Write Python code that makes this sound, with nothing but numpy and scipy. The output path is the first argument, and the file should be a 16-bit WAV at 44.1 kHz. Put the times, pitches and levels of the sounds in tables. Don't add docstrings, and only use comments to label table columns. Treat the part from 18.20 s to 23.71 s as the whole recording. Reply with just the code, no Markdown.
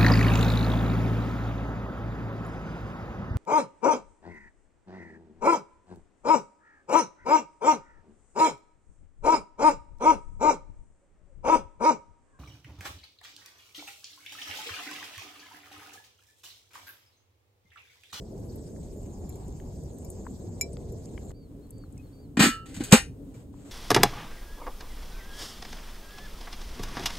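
import sys
import numpy as np
from scipy import signal
from scipy.fft import rfft, irfft
from scipy.io import wavfile
from scipy.ndimage import uniform_filter1d

SR = 44100
rng = np.random.default_rng(int(sys.argv[2]) if len(sys.argv) > 2 else 0)


def volts_from_decibels(level):
    exponent = np.asarray(level, float) / 20
    return 10 ** exponent


def wav_out(sig):
    wavfile.write(sys.argv[1], SR, np.round(np.clip(np.atleast_2d(sig).T, -1, 1) * 32767).astype(np.int16))


N = 242991
T, HZ = np.arange(N) / SR, np.arange(N // 2 + 1) * SR / N
STEP_BACK_S, RIM_RESTS_S = 3.118, 4.455
TOP_HZ = 15750


def on_log(hz, table, column=1):
    table = np.array(table)
    return np.interp(np.log(hz + 1), np.log(table[:, 0]), table[:, column])


def colour(x, table, lo_hz, hi_hz):
    spectrum = rfft(x) * volts_from_decibels(on_log(HZ, table))
    in_band = (HZ > lo_hz) & (HZ < hi_hz)
    power = 2 * np.sum(abs(spectrum[..., in_band]) ** 2, axis=-1).max()
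    return irfft(spectrum, N) * N / np.sqrt(power)


def walk(rate_hz):
    hold = int(SR / rate_hz)
    steps = np.repeat(rng.standard_normal(N // hold + 1), hold)
    return 1.58 * uniform_filter1d(uniform_filter1d(steps, hold), hold)[:N]


def noise():
    return rng.standard_normal((2, N))


def grains(rate_hz, spread_db):
    hits = rng.random((2, N)) < rate_hz / SR
    size = volts_from_decibels(spread_db * rng.exponential(size=(2, N)))
    return hits * size * rng.choice([-1, 1], (2, N))


def patchy(edges_hz, slow_db, slow_hz, quick_db, quick_hz, source):
    spectrum, out = rfft(source), 0
    for lo, hi in zip(edges_hz, edges_hz[1:]):
        band = irfft(spectrum * ((HZ >= lo) & (HZ < hi)), N)
        out = out + band * volts_from_decibels(slow_db * walk(slow_hz) + quick_db * walk(quick_hz))
    return out


def rings(hz, t60_s, length_s):
    t = T[:int(length_s * SR)]
    fade = np.exp(-np.log(1000) * t / np.reshape(t60_s, (-1, 1)))
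    return np.sin(2 * np.pi * np.outer(hz, t)) * fade


def swell_in(length_s, time_s):
    return 1 - np.exp(-T[:int(length_s * SR)] / time_s)


def add(out, start_s, sound, peak_db):
    i = int(start_s * SR)
    scaled = sound * volts_from_decibels(peak_db) / abs(sound[0]).max()
    out[:, i:i + sound.shape[1]] += scaled[:, :N - i]


def strokes(rows, attack_s, release_s):
    levels_db = []
    for start_s, end_s, start_db, end_db in rows:
        ramp_db = np.interp(T, [start_s, end_s], [start_db, end_db])
        early = np.maximum(start_s - T, 0) / attack_s
        late = np.maximum(T - end_s, 0) / release_s
        levels_db.append(ramp_db - 20 * (early + late ** 2))
    return volts_from_decibels(np.max(levels_db, axis=0))


# (freq_hz, density_db_per_hz)
ROAR_NEAR_COLOUR = [(15, -34), (30, -2.5), (70, 1), (130, -2), (330, -9), (390, -7.5), (690, -20),
                    (1000, -30), (1340, -43.5), (3000, -58.5)]
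ROAR_BACK_COLOUR = [(15, -28.5), (30, -0.5), (107, 1), (235, -8.5), (283, 0.5), (330, -12.5), (440, -10),
                    (700, -27), (1180, -42.5), (3000, -62)]
ROAR_NEAR_DB, ROAR_BACK_DB = -39.5, -45
LID_RUMBLE_S, LID_RUMBLE_DB, LID_RUMBLE_WIDTH_S = 4.7, 4, 0.42


def roar():
    gusts = patchy([15, 90, 180, 350, 700, 20000], 0.62, 3, 1.5, 30, noise())
    lid_rumble_db = LID_RUMBLE_DB * np.exp(-((T - LID_RUMBLE_S) / LID_RUMBLE_WIDTH_S) ** 2)
    near = colour(gusts, ROAR_NEAR_COLOUR, 40.7, 700) * volts_from_decibels(ROAR_NEAR_DB)
    back = colour(gusts, ROAR_BACK_COLOUR, 40, 700) * volts_from_decibels(ROAR_BACK_DB + lid_rumble_db)
    return np.where(T < STEP_BACK_S, near, back)


# (freq_hz, density_db_per_hz)
FAT_COLOUR = [(900, -22.5), (1500, -11), (3000, -13.5), (4200, -8), (5500, -8.5), (7400, 0), (9700, -9),
              (11000, -13.5), (12200, -12.5), (15600, -23)]
SIZZLE_DB, SIZZLE_GROWS_DB, SIZZLE_GROWS_S = -62.5, 4.5, .2


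def sizzle():
    edges_hz = [500, 2000, 3200, 4500, 6000, 6800, 7600, 8500, 9600, 12000, 20000]
    fizz = patchy(edges_hz, 1.0, 4.5, 2.4, 60, noise() + 1.3 * grains(830, 3.2))
    level_db = SIZZLE_DB - SIZZLE_GROWS_DB * np.exp(-T / SIZZLE_GROWS_S)
    return np.where(T < STEP_BACK_S, colour(fizz, FAT_COLOUR, 6000, 9000) * volts_from_decibels(level_db), 0)


# (start_s, level_db, centre_hz, spread_octaves)
POP_EVENTS = [(.1792, -50, 7680, .6), (.296, -52, 4890, .1), (.358, -39, 11800, 0.17),
              (.5632, -49, 1600, 0.32), (.831, -46.5, 7685, .1), (1.104, -53.5, 2175, .3),
              (1.2815, -41.5, 8600, 0.38), (1.3997, -42.5, 2350, 0.79), (1.6361, -42, 8140, 0.36),
              (1.7844, -37.5, 9500, 0.53), (1.9016, -30, 9500, .35), (1.9159, -40.5, 10800, 0.44),
              (2.0522, -48, 1400, 0.32), (2.0663, -28.5, 1130, .5), (2.5313, -38.5, 8710, .12),
              (2.5693, -36.5, 2400, 1.22), (2.9774, -33.5, 1600, 0.78), (3.1053, -46.5, 1524, 0.44),
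              (3.114, -50.5, 2474, .9), (3.469, -54, 9500, 0.47), (3.506, -34, 9340, 0.42),
              (3.5813, -48, 8370, .3), (3.6377, -44, 1200, .45), (3.725, -44.5, 8866, 0.3),
              (3.7779, -41.5, 7500, .45), (3.7704, -58, 2500, .3), (3.7796, -55, 2532, 0.025),
              (5.3408, -42.5, 900, .3)]
# (centre_hz, left_minus_right_db)
POP_LEAN = [(900, 6), (2400, 4), (9000, 2.5)]
POP_T60_S, POP_NARROW = 0.0091, 0.69


def pops():
    out, length_s = np.zeros((2, N)), .16
    for start_s, level_db, centre_hz, octaves in POP_EVENTS:
        t60_s = max(POP_T60_S / octaves ** POP_NARROW, .003)
        pan_db = on_log(centre_hz, POP_LEAN)
        offsets = np.linspace(-1.6, 1.6, num=24) + 0.167 * rng.standard_normal(24)
        tones_hz = centre_hz * 2 ** (octaves * offsets)
        size = rng.choice([-1, 1], 24) * rng.uniform(0.69, 1, 24) * np.sqrt(np.hanning(24))
        size = size * (tones_hz < TOP_HZ)
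        pop = size @ rings(tones_hz, np.full(24, t60_s), length_s) * swell_in(length_s, 0.00036)
        add(out, start_s, pop * volts_from_decibels([[pan_db / 2], [-pan_db / 2]]), level_db - pan_db / 2)
    return out


# (mode_hz, level_db, t60_s)
GRATE_MODES = [(2330, -6, 0.0953), (3996, -19, 0.11), (5430, -6, 0.1), (6990, 1, 0.0458),
               (7500, -6.5, 0.06), (9740, -4, 0.05), (12200, -5, 0.03), (13850, -14.5, 0.018)]
# (start_s, level_db, tilt_db_per_octave)
PING_EVENTS = [(1.093, -36.5, 9), (1.156, -44, 8.5), (1.8475, -40, 7.5), (2.411, -14, 1.6),
               (2.722, -43.5, 13), (5.143, -53, -4.5)]


def grate():
    out, length_s = np.zeros((2, N)), .2
    hz, mode_db, t60_s = np.transpose(GRATE_MODES)
    bank = rings(hz, t60_s, length_s) * swell_in(length_s, 0.00014)
    for start_s, level_db, tilt_db in PING_EVENTS:
        size = volts_from_decibels(mode_db + tilt_db * np.log2(hz / 5000) + rng.standard_normal(len(hz)))
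        signs = [np.ones(len(hz)), rng.choice([-1, 1], len(hz))]
        add(out, start_s, size * signs @ bank, level_db)
    return out


# (freq_hz, density_db_per_hz)
AIR_COLOUR = [(900, 3), (2000, -8.5), (3400, -8.5), (5400, -11.5), (7500, -9), (9500, -4.5), (11000, -9),
              (13000, -11.5), (15600, -11.5)]
AIR_DB = -71.5


def night_air():
    air = colour(noise(), AIR_COLOUR, 900, 16000) * volts_from_decibels(AIR_DB + 1.9 * walk(4))
    return np.where(T < STEP_BACK_S, 0, air)


# (crest_s, crest_hz, rise_s, fall_s, level_db)
PEEP_NOTES = [(3.165, 4650, 0.037, 0.14, -69.5), (3.45, 4330, .045, 0.035, -74.5),
              (3.542, 4650, 0.036, .07, -71.5), (3.592, 4600, 0.073, .088, -68),
              (3.852, 4375, .045, .04, -75), (3.946, 4630, .034, .056, -70), (4.004, 4680, .04, 0.07, -69)]
SLACK_HZ, ONSET_DB, FADE_DB = 3850, 58, 24


def bird():
    crest_s, crest_hz, rise_s, fall_s, level_db = np.transpose(PEEP_NOTES)[:, :, None]
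    rising = T < crest_s
    arc = np.minimum(((T - crest_s) / np.where(rising, rise_s, fall_s)) ** 2, 4)
    hz = np.maximum((crest_hz - (crest_hz - SLACK_HZ) * arc).max(axis=0), SLACK_HZ)
    note_db = (level_db - np.where(rising, ONSET_DB, FADE_DB) * arc ** 2).max(axis=0)
    loud = volts_from_decibels(note_db + 1.5 * walk(60))
    phase = 2 * np.pi * np.cumsum(uniform_filter1d(hz, size=300)) / SR
    apart_rad = np.array([[-.45], [.45]])
    octave_below = volts_from_decibels(-13.0) * np.sin(phase / 2 + 2.4 * apart_rad)
    return np.sqrt(2) * loud * (np.sin(phase + apart_rad) + octave_below)


# (mode_hz, loose_db, shut_db, loose_t60_s)
LID_MODES = [(518, -11.5, -8, 0.041), (795, -4.5, -2.5, 0.13), (1132, -11.5, -10.5, 0.12),
             (1265, -11, -23, .5), (1326, -7.5, -13.5, 0.548), (1492, -6.5, -9, .2),
             (1578, -0.5, -1.5, 0.15), (1804, -0.5, -7.5, 0.22), (1875, 1, -3.5, 0.2),
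             (2038, -4.5, -2.5, 0.15), (2445, 4, -5, 0.18), (2499, -7.5, -3, 0.17),
             (2788, -14.5, -9.5, 0.47), (2960, -6, -9, 0.3), (3104, -22, -11.5, 0.29),
             (3280, -14.5, -16, .2), (3420, -12.5, -17.5, 0.15), (3840, -11, -8.5, .2),
             (3920, -13, -8, .25), (4386, -6.5, -7.5, 0.3), (4720, -13, -13.5, .2),
             (5122, -12, -12.5, 0.22), (6200, -17.5, -11, .16), (6710, -10.5, -1, .14),
             (7540, -6, -11, 0.15), (7880, -4.5, -4.5, 0.22), (7860, -6, -7.5, 0.12), (7980, -10.5, -8, .2),
             (8691, -15.5, -9, 0.143), (9120.8, -17, -7.5, .2)]
# (freq_hz, level_db, loose_t60_s, shut_t60_s)
SHEET_CROWD = [(350, -6.5, 0.064, .1), (900, -13, 0.09, 0.12), (1600, -12, 0.25, 0.15),
               (2760, -13.5, 0.147, 0.18), (4050, -14, .2, 0.15), (5740, -21.5, 0.2, 0.19),
               (7500, -13, 0.16, 0.12), (9500, -19, .2, .19), (10600, -23, 0.15, 0.15),
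               (11961, -27, 0.19, 0.13), (15500, -35, .18, .16)]
# (start_s, level_db, tilt_db_per_octave)
RIM_BLOWS = [(4.1701, -19, -3), (4.193, -11.5, -0.8), (4.1996, -10.5, 0.5), (4.204, -9, -2.3),
             (4.222, -8.5, 0), (4.241, -12.5, -1), (4.256, -25, -6.5), (4.273, -23, -0.3),
             (4.4566, -42.5, 1.5), (4.486, -44.5, 1.5), (4.5419, -36, 3), (4.5624, -34, 1.4),
             (4.6057, -30.5, -1.5), (4.6365, -24.5, 6), (4.71, -26, 5.5), (4.7178, -15.5, -3),
             (4.723, -2, 2.5), (4.7264, -3, -5.5)]
# (start_s, end_s, start_db, end_db)
RIM_SCRAPES = [(4.196, 4.243, -20.5, -20.5), (4.47, 4.715, -61, -43.5), (4.725, 4.742, -28.5, -22)]


def lid():
    out = np.zeros((2, 2, N))
    named_hz, loose_db, shut_db, named_t60_s = np.repeat(LID_MODES, 2, axis=0).T
    named_hz = named_hz * (1 + .004 * rng.standard_normal(len(named_hz)))
    crowd_hz = np.linspace(400, 15600, num=700) + 30 * rng.standard_normal(700)
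    hz = np.r_[named_hz, crowd_hz]
    crowd_t60_s = on_log(crowd_hz, SHEET_CROWD, column=2) * rng.uniform(.6, 1.2, 700)
    loose_t60_s = np.r_[named_t60_s, crowd_t60_s]
    shut_scatter = np.r_[np.full(len(named_hz), 1.18), rng.uniform(.6, 1.2, 700)]
    shut_t60_s = on_log(hz, SHEET_CROWD, column=3) * shut_scatter
    crowd_db = on_log(crowd_hz, SHEET_CROWD)
    sizes = [volts_from_decibels(np.r_[db - 4.5, crowd_db]) for db in (loose_db, shut_db)]
    banks = rings(hz, loose_t60_s, 0.27), rings(hz, shut_t60_s, .3)

    def ring(shut, tilt_db):
        mix = rng.choice([-1, 1], (2, len(hz))) * volts_from_decibels(1.3 * rng.standard_normal((2, len(hz))))
        return mix * sizes[shut] * volts_from_decibels(tilt_db * np.log2(hz / 3000)) @ banks[shut]

    for start_s, level_db, tilt_db in RIM_BLOWS:
        shut = int(start_s > RIM_RESTS_S)
        body = ring(shut, tilt_db)
        roll_s = 0.00016 * volts_from_decibels(-.6 * level_db)
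        add(out[shut], start_s, body * (1 - np.exp(-T[:body.shape[1]] / roll_s)), level_db)
    drag = strokes(RIM_SCRAPES, attack_s=.004, release_s=.046)
    for _ in range(4):
        slips = grains(300, 2.4)[0]
        slips = slips / slips.std() * drag / 2
        for shut, part in enumerate((T < RIM_RESTS_S, T >= RIM_RESTS_S)):
            body = ring(shut, 0.93)
            body = body / np.sqrt(np.sum(body[0] ** 2))
            out[shut] += signal.oaconvolve(slips[None] * part, body, axes=1)[:, :N]
    damping = np.exp(-np.maximum(T - RIM_RESTS_S, 0) / 0.043)
    return out[0] * damping + out[1]


# (start_s, level_db, pitch_hz)
BOWL_THUDS = [(4.1735, -13.5, 239), (4.1912, -10, 254), (4.2045, -8.5, 178.7), (4.2347, -12, 267),
              (4.2559, -17, 340), (4.268, -14, 229), (4.286, -18.5, 258.6), (4.573, -29, 189.5),
              (4.605, -19.5, 288), (4.7265, 1.5, 179), (4.8938, -32.5, 151)]
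THUD_SWELL_S = .0045
SHELL_HZ, SHELL_DB, SHELL_LATE_S, SHELL_SWELL_S = 229, -8.5, .011, .008
SHELL_SHARE = 0.27


def bowl():
    out, t = np.zeros((2, N)), T[:4000]

    def swings(hz, swell_s):
        envelope = t / swell_s * np.exp(1 - t / swell_s - (t / (2.8 * swell_s)) ** 2)
        swing = np.sin(2 * np.pi * hz * t) * envelope
        return np.array([swing, np.roll(swing, 40) * 0.65])

    for start_s, level_db, pitch_hz in BOWL_THUDS:
        shell_db = SHELL_DB + (1 + SHELL_SHARE) * level_db
        add(out, start_s, swings(pitch_hz, THUD_SWELL_S), level_db)
        add(out, start_s + SHELL_LATE_S, swings(SHELL_HZ, SHELL_SWELL_S), shell_db)
    return out


# (start_s, end_s, start_db, end_db)
SLEEVE_BRUSHES = [(5.065, 5.13, -82, -78), (5.145, 5.2, -67, -70.5), (5.33, 5.42, -78, -68.5),
                  (5.45, 5.52, -65.5, -62.5)]
# (freq_hz, density_db_per_hz)
CLOTH_COLOUR = [(700, 7.5), (2000, -2), (4000, -4.5), (5600, -8), (7800, 1.5), (10500, -12), (12500, -11),
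                (15600, -22)]


def sleeve():
    cloth = colour(noise() + 1.9 * grains(600, 3.3), CLOTH_COLOUR, 6250, 7800)
    return cloth * strokes(SLEEVE_BRUSHES, attack_s=.012, release_s=0.061)


# (freq_hz, likeness_0_to_1)
STEREO_LIKENESS = [(100, 0.9903), (400, 0.9315), (800, 0.83), (1400, 0.41), (2800, 0.36), (4000, 0.41),
                   (5000, 0.41), (6200, 0.92), (7000, 0.95), (7500, 1), (8900, 0.89), (10000, 0.98),
                   (11000, 1), (12200, 0.24), (13200, 1), (14400, 0.796), (15500, .5)]


def spread(pair, far):
    alike = np.clip(on_log(HZ, STEREO_LIKENESS), 0, 1) ** far
    mid, side = rfft(pair) * np.sqrt([(1 + alike) / 2, (1 - alike) / 2])
    return irfft([mid + side, mid - side], N)


def scene():
    wide = spread(roar() + sizzle() + night_air() + sleeve(), far=3.4)
    metal = spread(grate() + lid() + bowl(), far=0.76)
    return wide + metal + pops() + bird()


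# (freq_hz, lead_half_turns)
STEREO_PHASE = [(0, 0), (4500, 0), (5300, -1), (6500, -.3), (7100, 0), (7500, .03), (9900, .95),
                (11000, 1.03), (13000, 1.97), (14300, 2.03), (15800, 2.8)]
# (freq_hz, left_minus_right_db)
STEREO_LEAN = [(500, 0), (1200, 3), (1800, 1), (2500, 2.5), (4000, 1), (5800, -1.5), (7000, 0)]


def stereo_image(dry):
    phase = np.exp(.5j * np.pi * np.interp(HZ, *np.transpose(STEREO_PHASE)))
    turn = phase / volts_from_decibels(on_log(HZ, STEREO_LEAN) / 2)
    return irfft(rfft(dry) * [1 / turn, turn], N)


def roll_off(x):
    return signal.sosfilt(signal.butter(12, 15740, fs=SR, output="sos"), x)


def record(dry):
    clipped = np.clip(stereo_image(dry), -1, 1)
    lowpass = signal.ellip(8, .2, 60, TOP_HZ, fs=SR, output="sos")
    mix = signal.sosfilt(lowpass, clipped)
    return roll_off(mix)


dry = scene()
out = record(dry)
wav_out(out)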